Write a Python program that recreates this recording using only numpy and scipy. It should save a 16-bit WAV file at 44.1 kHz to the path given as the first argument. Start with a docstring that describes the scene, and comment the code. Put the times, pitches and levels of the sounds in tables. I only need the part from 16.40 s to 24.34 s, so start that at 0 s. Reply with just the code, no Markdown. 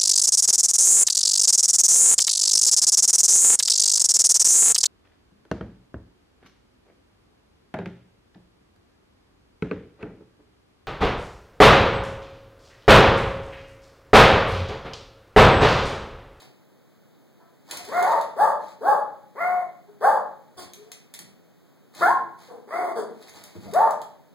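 """A small terrier barks, whines and growls at itself in a hallway mirror, a step away from a phone.
Its voice is a source and filter: harmonic vocal folds ring the throat and mouth, beside noisy breath.
Claws, paws and the dog's weight on the wooden floor are decaying or swelling bursts of shaped noise.
The bare hallway adds a diffuse decaying tail, over a faint noise of the house.
The phone widens the sound of its two microphones by subtracting delayed copies."""
import sys
import numpy as np
from scipy import signal
from scipy.fft import rfft, irfft, next_fast_len
from scipy.io import wavfile
from scipy.ndimage import map_coordinates

SR = 44100
rng = np.random.default_rng(int(sys.argv[2]) if len(sys.argv) > 2 else 0)


def unload_wav(signal):
    """Save mono or channel-first audio to the path in sys.argv[1] as 16-bit WAV at rate SR, clipped to [-1, 1]."""
    wavfile.write(
        sys.argv[1],
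        SR,
        np.round(np.clip(np.atleast_2d(signal).T, -1, 1) * 32767).astype(np.int16),
    )


N = 350154  # samples


def amp(db):
    """Logarithmic level: decibels to amplitude gain."""
    return 10 ** (np.asarray(db) / 20)


def unit(x):
    """Normalisation: x scaled to rms 1."""
    return x / np.sqrt(np.mean(x ** 2) + 1e-20)


def along(points, hz):
    """Logarithmic frequency scale: (Hz, value) points interpolated on a log axis."""
    point_hz, values = np.transpose(points)
    return np.interp(np.log(hz + 1), np.log(point_hz), values)


def wobble(n, rate):
    """Band-limited fluctuation: a smooth random curve of n samples, rate knots a second."""
    knots = rng.standard_normal(int(n * rate / SR) + 4)
    return map_coordinates(knots, [np.arange(n) * rate / SR])


def filtered(x, response):
    """Linear filtering: the spectrum of x times a response of frequency."""
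    size = next_fast_len(x.shape[-1] + SR // 4)
    spectrum = rfft(x, size) * response(np.fft.rfftfreq(size, 1 / SR))
    return irfft(spectrum, size)[..., :x.shape[-1]]


def coloured(x, points, size=2048):
    """Minimum phase: x through a causal filter with the given (Hz, dB) shape."""
    gain = amp(along(points, np.fft.rfftfreq(size, 1 / SR)))
    cepstrum = irfft(np.log(gain))
    # folding the cepstrum onto positive times makes the filter causal
    cepstrum[1:size // 2] *= 2
    cepstrum[size // 2 + 1:] = 0
    impulse = irfft(np.exp(rfft(cepstrum)))
    return signal.oaconvolve(x, impulse)[:len(x)]


def noise(points):
    """Random noise: white noise given a spectral shape and rms 1."""
    return unit(coloured(rng.standard_normal(N), points))


def add(track, s, x):
    """Superposition: mix x into the track at s seconds."""
    part = track[max(round(s * SR), 0):][:len(x)]
    part += x[:len(part)]


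# spectrum of the faint rush of the house: frequency_hz [Hz], density_db [dB per Hz, relative]
HOUSE_SPECTRUM = [(25, -10), (70, -1), (150, 14), (500, 4.5), (1000, -7), (4000, -16.5), (10500, -24.5),
                  (15500, -20.5)]


def background(floor_db=-61, shared=1.0):
    """Partial coherence: a faint rush of the house, partly shared by the microphones."""
    common = shared * noise(HOUSE_SPECTRUM)
    separate = np.array([noise(HOUSE_SPECTRUM), noise(HOUSE_SPECTRUM)])
    return amp(floor_db) * (common + separate)


# paws and fur sliding on the floor: peak_s [s, hardest push], level_db [dB, relative],
# length_s [s, between the points where the push is 1/e of its peak]
SCUFF_STROKES = [(0.0, -48.5, 0.12), (1.332, -37, 0.078), (1.606, -39, 0.38), (2.272, -51.5, 0.14),
                 (4.213, -39, 0.069), (4.409, -58.5, 0.16), (4.81, -66, 0.043), (5.621, -39, 0.12),
                 (6.038, -50.5, 0.12), (6.971, -50, 0.4), (7.362, -48, 0.29)]
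# spectrum of the rubbing: frequency_hz [Hz], level_db [dB]
SCUFF_SPECTRUM = [(40, -5), (130, 8.5), (800, 4), (1400, -3), (2200, -1), (3200, -5.5), (4500, -1.5),
                  (6000, -7), (16000, -17.5)]


def scuffs(scuff_db=-8, grain_db=4.0, slip_db=2.5):
    """Stick-slip friction: pads and fur catch and slip on the boards; each stroke swells and fades."""
    t = np.arange(N) / SR
    rub = sum(amp(db) * np.exp(-(2 * (t - s) / length_s) ** 2) for s, db, length_s in SCUFF_STROKES)
    # fine grains ride on slower slips
    grains = unit(amp(grain_db * wobble(N, 540) + slip_db * wobble(N, 50)))
    return amp(scuff_db) * rub * grains * noise(SCUFF_SPECTRUM)


EDGE_S = 0.0063  # the voice switches on and off over this time [s]


def gate(n):
    """Onset and offset ramps: a soft on-off gate of n samples."""
    i = np.arange(n)
    return np.clip(np.minimum(i, n - i) / (EDGE_S * SR), 0, 1)


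REGISTER_HZ = 785.7  # strained folds swell every second cycle below this pitch, every third above


def folds(pitch, rough, overtones_db, jitter=0.057, undertone=0.43, chaos=0.9, turbulence=0.32,
          slope_db=-4, count=7):
    """Nonlinear oscillation: a harmonic tone that strain breaks into sidebands and rattle; also its phase."""
    n = len(pitch)
    unsteady = .014 * wobble(n, 90) + jitter * rough * wobble(n, 520)
    phase = 2 * np.pi * np.cumsum(pitch * (1 + unsteady)) / SR
    tone = np.sin(phase)
    for k in range(2, count):
        # overtones slope by slope_db per octave from the second harmonic
        tone = tone + amp(overtones_db + slope_db * np.log2(k / 2)) * np.sin(k * phase)
    # strained folds swell once in two or three cycles, which adds subharmonic sidebands
    cycles = np.where(pitch < REGISTER_HZ, 2, 3)
    slow = 2 * np.pi * np.cumsum(pitch / cycles * (1 + .09 * wobble(n, 120))) / SR
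    swell = 1 + rough * (.6 * np.cos(slow) + chaos * wobble(n, 1100))
    under = undertone * rough * np.sin(phase - slow)
    # and let a turbulent puff through in each slow cycle
    puffs = turbulence * rough * (1 + np.cos(slow)) * wobble(n, 5000)
    power = (1 + 2 * amp(overtones_db) ** 2) * (1 + rough ** 2) / 2
    return (tone * swell + under + puffs) / np.sqrt(power), phase


def resonance(hz, centre_hz, q):
    """Damped resonator: the second-order response of one cavity."""
    return 1 / (1 - (hz / centre_hz) ** 2 + 1j * hz / (centre_hz * q))


def mouth(x, throat_hz, mouth_hz, throat_q=1.297, mouth_q=6):
    """Formants: throat and mouth each ring at one resonance and pass little outside the pair."""
    def tract(hz):
        throat_ring = resonance(hz, throat_hz, throat_q)
        return (hz / throat_hz) ** 2 * throat_ring * resonance(hz, mouth_hz, mouth_q)

    cliff = signal.butter(N=6, Wn=1.14 * mouth_hz, fs=SR, output="sos")
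    padded = np.pad(x, (0, SR // 20))  # room to ring on
    return signal.sosfilt(cliff, filtered(padded, tract))


WHIMPER_PEAK = .27  # loudest at this share of the length
WHIMPER_SWELL_DB, WHIMPER_FADE_DB = 7.5, 16.5  # rise before the peak, fall after it [dB]


def whimper(length_s, first_hz, last_hz, db, rough, overtones_db):
    """Frequency glide: a soft, even glide that swells and fades; the jaw does not move."""
    u = np.arange(0, length_s, 1 / SR) / length_s
    level = db - np.interp(u, [0, WHIMPER_PEAK, 1], [WHIMPER_SWELL_DB, 0, WHIMPER_FADE_DB])
    pitch = first_hz + (last_hz - first_hz) * u
    return pitch, level, rough, overtones_db, 0  # never muffled


SHUT_THROAT_HZ, SHUT_MOUTH_HZ = 281, 1600
# whimpers, grunts and huffs with the mouth nearly shut: start_s [s], length_s [s], first_pitch_hz [Hz],
# last_pitch_hz [Hz], level_db [dB, relative], roughness [0-1], overtones_db [dB], rasp_db [dB, relative]
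WHIMPER_CALLS = [ (0.993, 0.091, 941, 1016, -52.5, 0.9, -1, 1), (1.385, .08, 709, 696, -43.5, .3, -23, 2),
                 (3.47, .08, 415, 416, -46, .3, -26, 0.5), (4.168, 0.086, 360.8, 338.6, -39, 0.9, -11, 29),
                 (4.364, 0.15, 409, 449, -47.5, 0.08, -31, 0), (4.45, 0.143, 684, 780, -58.5, 0, -24, 4),
                 (5.604, .045, 331.5, 401, -23.5, .3, -8.5, 1),
                 (6.08, 0.14, 510.4, 421.6, -38.5, 0.58, -31, 6),
                 (6.552, .1, 472.5, 378.3, -24, 0.93, -37, 11), (7.273, 0.071, 692, 710, -40, 0, -25, 1), ]


def whimpers():
    """Fixed formants: each nearly shut call has the same two resonances."""
    return [(s, SHUT_THROAT_HZ, SHUT_MOUTH_HZ, air_db, whimper(*shape))
            for s, *shape, air_db in WHIMPER_CALLS]


# the dog's weight landing on the boards: start_s [s], level_db [dB, relative]
PAW_LANDINGS = [(1.309, -40), (4.169, -43), (4.8, -41.5), (5.607, -37), (6.561, -47), (7.151, -27),
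                (7.197, -57), (7.258, -28.5)]
# spectrum of the struck boards: frequency_hz [Hz], level_db [dB]
BOARD_SPECTRUM = [(40, -14.5), (160, 4.5), (330, -6.5), (600, -18.5), (4000, -54)]


def thuds(thud_db=-7, thud_t60=0.16):
    """Damped impact: soft paws give a dull, toneless bump on the floorboards."""
    track, t = np.zeros(N), np.arange(SR // 4) / SR
    for s, db in PAW_LANDINGS:
        decay = amp(db + thud_db - 60 * t / thud_t60)  # t60 in s
        add(track, s, decay * (1 - np.exp(-t / 0.0005)))
    return track * noise(BOARD_SPECTRUM)


# claws on the boards: start_s [s], level_db [dB, relative]
CLAW_TICKS = [(1.3106, -17), (1.3711, -20.5), (1.4506, -30), (1.626, -22.5), (1.8118, -28.5), (4.3346, -29),
              (4.517, -24), (4.7387, -25.5), (4.748, -30.5), (4.7899, -25.5), (5.5494, -33.5), (5.989, -47),
              (6.0232, -50), (6.825, -38.5), (6.8944, -35.5), (7.038, -30), (7.3358, -23.5),
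              (7.5071, -26.5), (7.6162, -32)]
# spectrum of a claw on varnish: frequency_hz [Hz], level_db [dB]
CLAW_SPECTRUM = [(300, -16), (800, -5.5), (1400, -6.5), (2200, 3.5), (4500, 3), (10000, 1.5), (16000, -10)]


def claws(tick_db=-9, tick_t60=0.011, skid_db=-13, skid_t60=0.064):
    """Impact and friction: each claw gives a dry tick and skids a little on the varnish."""
    ticks, t = np.zeros(N), np.arange(SR // 6) / SR
    for s, db in CLAW_TICKS:
        skid = amp(skid_db - 60 * t / skid_t60 + 0.8 * wobble(len(t), 300))
        decay = amp(-60 * t / tick_t60) + skid
        attack = 1 - np.exp(-t / 0.00047)
        add(ticks, s, amp(db + tick_db) * decay * attack * rng.standard_normal(len(t)))
    return coloured(ticks, CLAW_SPECTRUM)


SCOOP, SCOOP_CURVE = .53, 1.3  # a bark starts this share below its pitch and scoops up during the attack
LIFT_S, SAG = 0.02634, 0.069  # how quickly the pitch lifts [s]; share of it lost as the air runs out
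SWELL_DB, FADE_CURVE = 18, 1.11  # rise over the attack; above 1 the level holds before it fades
ONSET_ROUGH, STRAIN_CURVE = 0.49, 0.9  # extra roughness before the folds settle; below 1 they break up early
CLOSING_DB, THINNING_DB_PER_OCTAVE = 15.5, 13  # overtones lost as the jaw closes and as the pitch lifts
JAW_CURVE = 0.68  # the jaw opens during the attack; until then the voice is muffled


def bark(attack_s, lift_s, length_s, first_hz, lifted_hz, db, fade_db, peak_rough, end_rough, overtones_db):
    """Breath pressure: the voice scoops up and swells, its pitch lifts, then it fades, dulls and roughness drifts."""
    t = np.arange(0, length_s, 1 / SR)
    slack = np.clip(1 - t / attack_s, 0, 1)
    spent = np.clip((t - attack_s) / (length_s - attack_s), 0, 1)
    lift = (lifted_hz / first_hz) ** (.5 + .5 * np.tanh((t - lift_s) / LIFT_S))
    pitch = first_hz * lift * (1 - SCOOP * slack ** SCOOP_CURVE) * (1 - SAG * spent ** 3)
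    level = db - SWELL_DB * slack - fade_db * spent ** FADE_CURVE
    rough = peak_rough + ONSET_ROUGH * slack + (end_rough - peak_rough) * spent ** STRAIN_CURVE
    overtones = overtones_db - CLOSING_DB * spent - THINNING_DB_PER_OCTAVE * np.log2(lift)
    muffled = 1 - (1 - slack) ** JAW_CURVE
    return pitch, level, rough, overtones, muffled


# barks: start_s [s], attack_s [s], lift_s [s after the start], length_s [s],
# first_pitch_hz [Hz, before scoop and sag], lifted_pitch_hz [Hz, before sag], level_db [dB, relative],
# fade_db [dB], peak_roughness and end_roughness [share, limited to 0-1 when voiced],
# overtones_db [dB, before closing and thinning], throat_hz [Hz], mouth_hz [Hz], rasp_db [dB, relative]
BARK_CALLS = [ (1.473, 0.095, 0.2, .322, 720.4, 960.3, -18, 4, 0.35, .95, -2, 486, 1920, -1),
              (1.959, 0.05, 0.069, .17, 804, 932, -14.5, 13, 0.34, 1.06, -11.5, 560, 1720, 4.5),
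              (2.404, 0.081, 0.1115, .205, 817.6, 877.6, -15, 17.5, .3, 1.2, -11.5, 526, 1603, 0.5),
              (2.947, .072, .1, 0.29, 703.6, 729.7, -19.5, 13.5, 0.27, 0.43, 2.5, 560, 2040, -5),
              (3.603, .044, 0.06, .18, 717.4, 881, -14, 13, 0.4, 0.9, -6.5, 540, 1710, 2.5),
              (5.6, .03, 0.088, 0.14, 700, 1146, -10.5, 12, 0.29, 0, 4.5, 320, 1710, 1),
              (6.268, 0.07, 0.085, 0.26, 662.6, 724, -24.5, 4, 0.56, .7, -1, 334, 2020, 5),
              (7.323, .04, .073, 0.19, 696.5, 947.3, -15, 11.5, 0.14, 1.23, -14, 480, 1780, -4.5), ]


def barks():
    """Varying formants: each bark has its own throat and mouth resonances."""
    return [(s, throat_hz, mouth_hz, air_db, bark(*shape))
            for s, *shape, throat_hz, mouth_hz, air_db in BARK_CALLS]


MUFFLED_DB = 5.5  # gain of the muffled voice
# overall colour of the voice: frequency_hz [Hz], level_db [dB]
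VOICE_SPECTRUM = [(110, -4.5), (300, -5), (550, -2.5), (800, -4), (1100, -4), (1500, -17), (2100, -19.5),
                  (3000, -25)]
# air through the teeth: frequency_hz [Hz], level_db [dB]
TEETH_SPECTRUM = [(2600, -25.5), (3400, 10), (4050, -9.5), (4600, 11.5), (5400, -1), (7200, 0), (9000, 9.5),
                  (11000, -16), (15500, -5.5)]
# low woof of the chest: frequency_hz [Hz], level_db [dB]
CHEST_SPECTRUM = [(35, -45.5), (80, -28.5), (180, -1), (400, -32)]


def dog(voice_db=-5, rasp_db=-38, rasp_growth=1.0, chest_db=-33):
    """Source and filter: folds sound through throat and mouth; air rasps past the teeth, the chest woofs."""
    # the band that gets out through a shut mouth
    muffle = signal.butter(N=2, Wn=(200, 480), btype="band", fs=SR, output="sos")
    voice, teeth, chest = np.zeros((3, N))
    for s, throat_hz, mouth_hz, air_db, shape in barks() + whimpers():
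        pitch, db, rough, overtones_db, muffled = shape
        tone, phase = folds(pitch, np.clip(rough, 0, 1), overtones_db)
        source = gate(len(db)) * amp(db) * tone
        add(voice, s, mouth((1 - muffled) * source, throat_hz, mouth_hz))
        add(voice, s, amp(MUFFLED_DB) * signal.sosfilt(muffle, muffled * source))
        # the breath pulses with the folds
        air = gate(len(db)) * amp(rasp_growth * db) * (1 + .5 * np.cos(phase))
        add(teeth, s, amp(air_db) * air)
        add(chest, s, air)
    throaty = amp(voice_db) * coloured(voice, VOICE_SPECTRUM)
    rasp = amp(rasp_db) * teeth * noise(TEETH_SPECTRUM)
    woof = amp(chest_db) * chest * noise(CHEST_SPECTRUM)
    return throaty + rasp + woof


MIC_GAP_M = 0.14
# decay of the hallway: frequency_hz [Hz], t60_s [s to fall 60 dB]
HALL_DECAY = [(150, 1.1), (270, 0.74), (420, 0.56), (700, 0.46), (2200, 0.52), (4500, 0.39), (16000, 0.25)]


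def hallway(x, wet_db, build_s=0.0013):
    """Diffuse field: direct sound plus echoes from all round, alike at both microphones only in the bass."""
    hz, t, z = signal.stft(rng.standard_normal((2, SR)), SR, nperseg=256)
    # the sinc is the coherence of a diffuse field; it sets the balance of mid and side
    turn = np.arccos(np.sinc(2 * hz * MIC_GAP_M / 343))[:, None] / 2
    decay = amp(-60 * t / along(HALL_DECAY, hz)[:, None])
    z = z * np.array([np.cos(turn), np.sin(turn)]) * decay * (1 - np.exp(-t / build_s))
    mid, side = signal.istft(z, SR, nperseg=256)[1]
    tail = np.array([mid + side, mid - side])
    echoes = signal.fftconvolve(x[None], tail / np.linalg.norm(tail[0]), axes=1)[:, :N]
    return x + amp(wet_db) * echoes


def from_left(pair, lag_s=.00007):
    """Arrival-time difference: the sound reaches the left microphone slightly before the right."""
    return filtered(pair, lambda hz: np.exp(-2j * np.pi * hz * np.array([[0], [lag_s]])))


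def scene():
    """Direct-to-reverberant ratio: the dog faces away, so its voice is largely echo, as are its steps."""
    voice = from_left(hallway(dog(), wet_db=-0.5))
    feet = hallway(claws() + scuffs() + thuds(), wet_db=1.5)
    return voice + feet + background()


TOP_HZ = 16100  # nothing passes from here up


def record(dry, left_db=1.75, delay=16):
    """Delay and subtract: the phone widens the stereo by taking a delayed copy of each microphone from the other."""
    mics = dry * amp([[left_db], [-left_db]])
    crossed = np.pad(mics[::-1], ((0, 0), (delay, 0)))[:, :N]  # delay in samples
    return filtered(mics - crossed, lambda hz: hz < TOP_HZ)


dry = scene()
out = record(dry)
unload_wav(out)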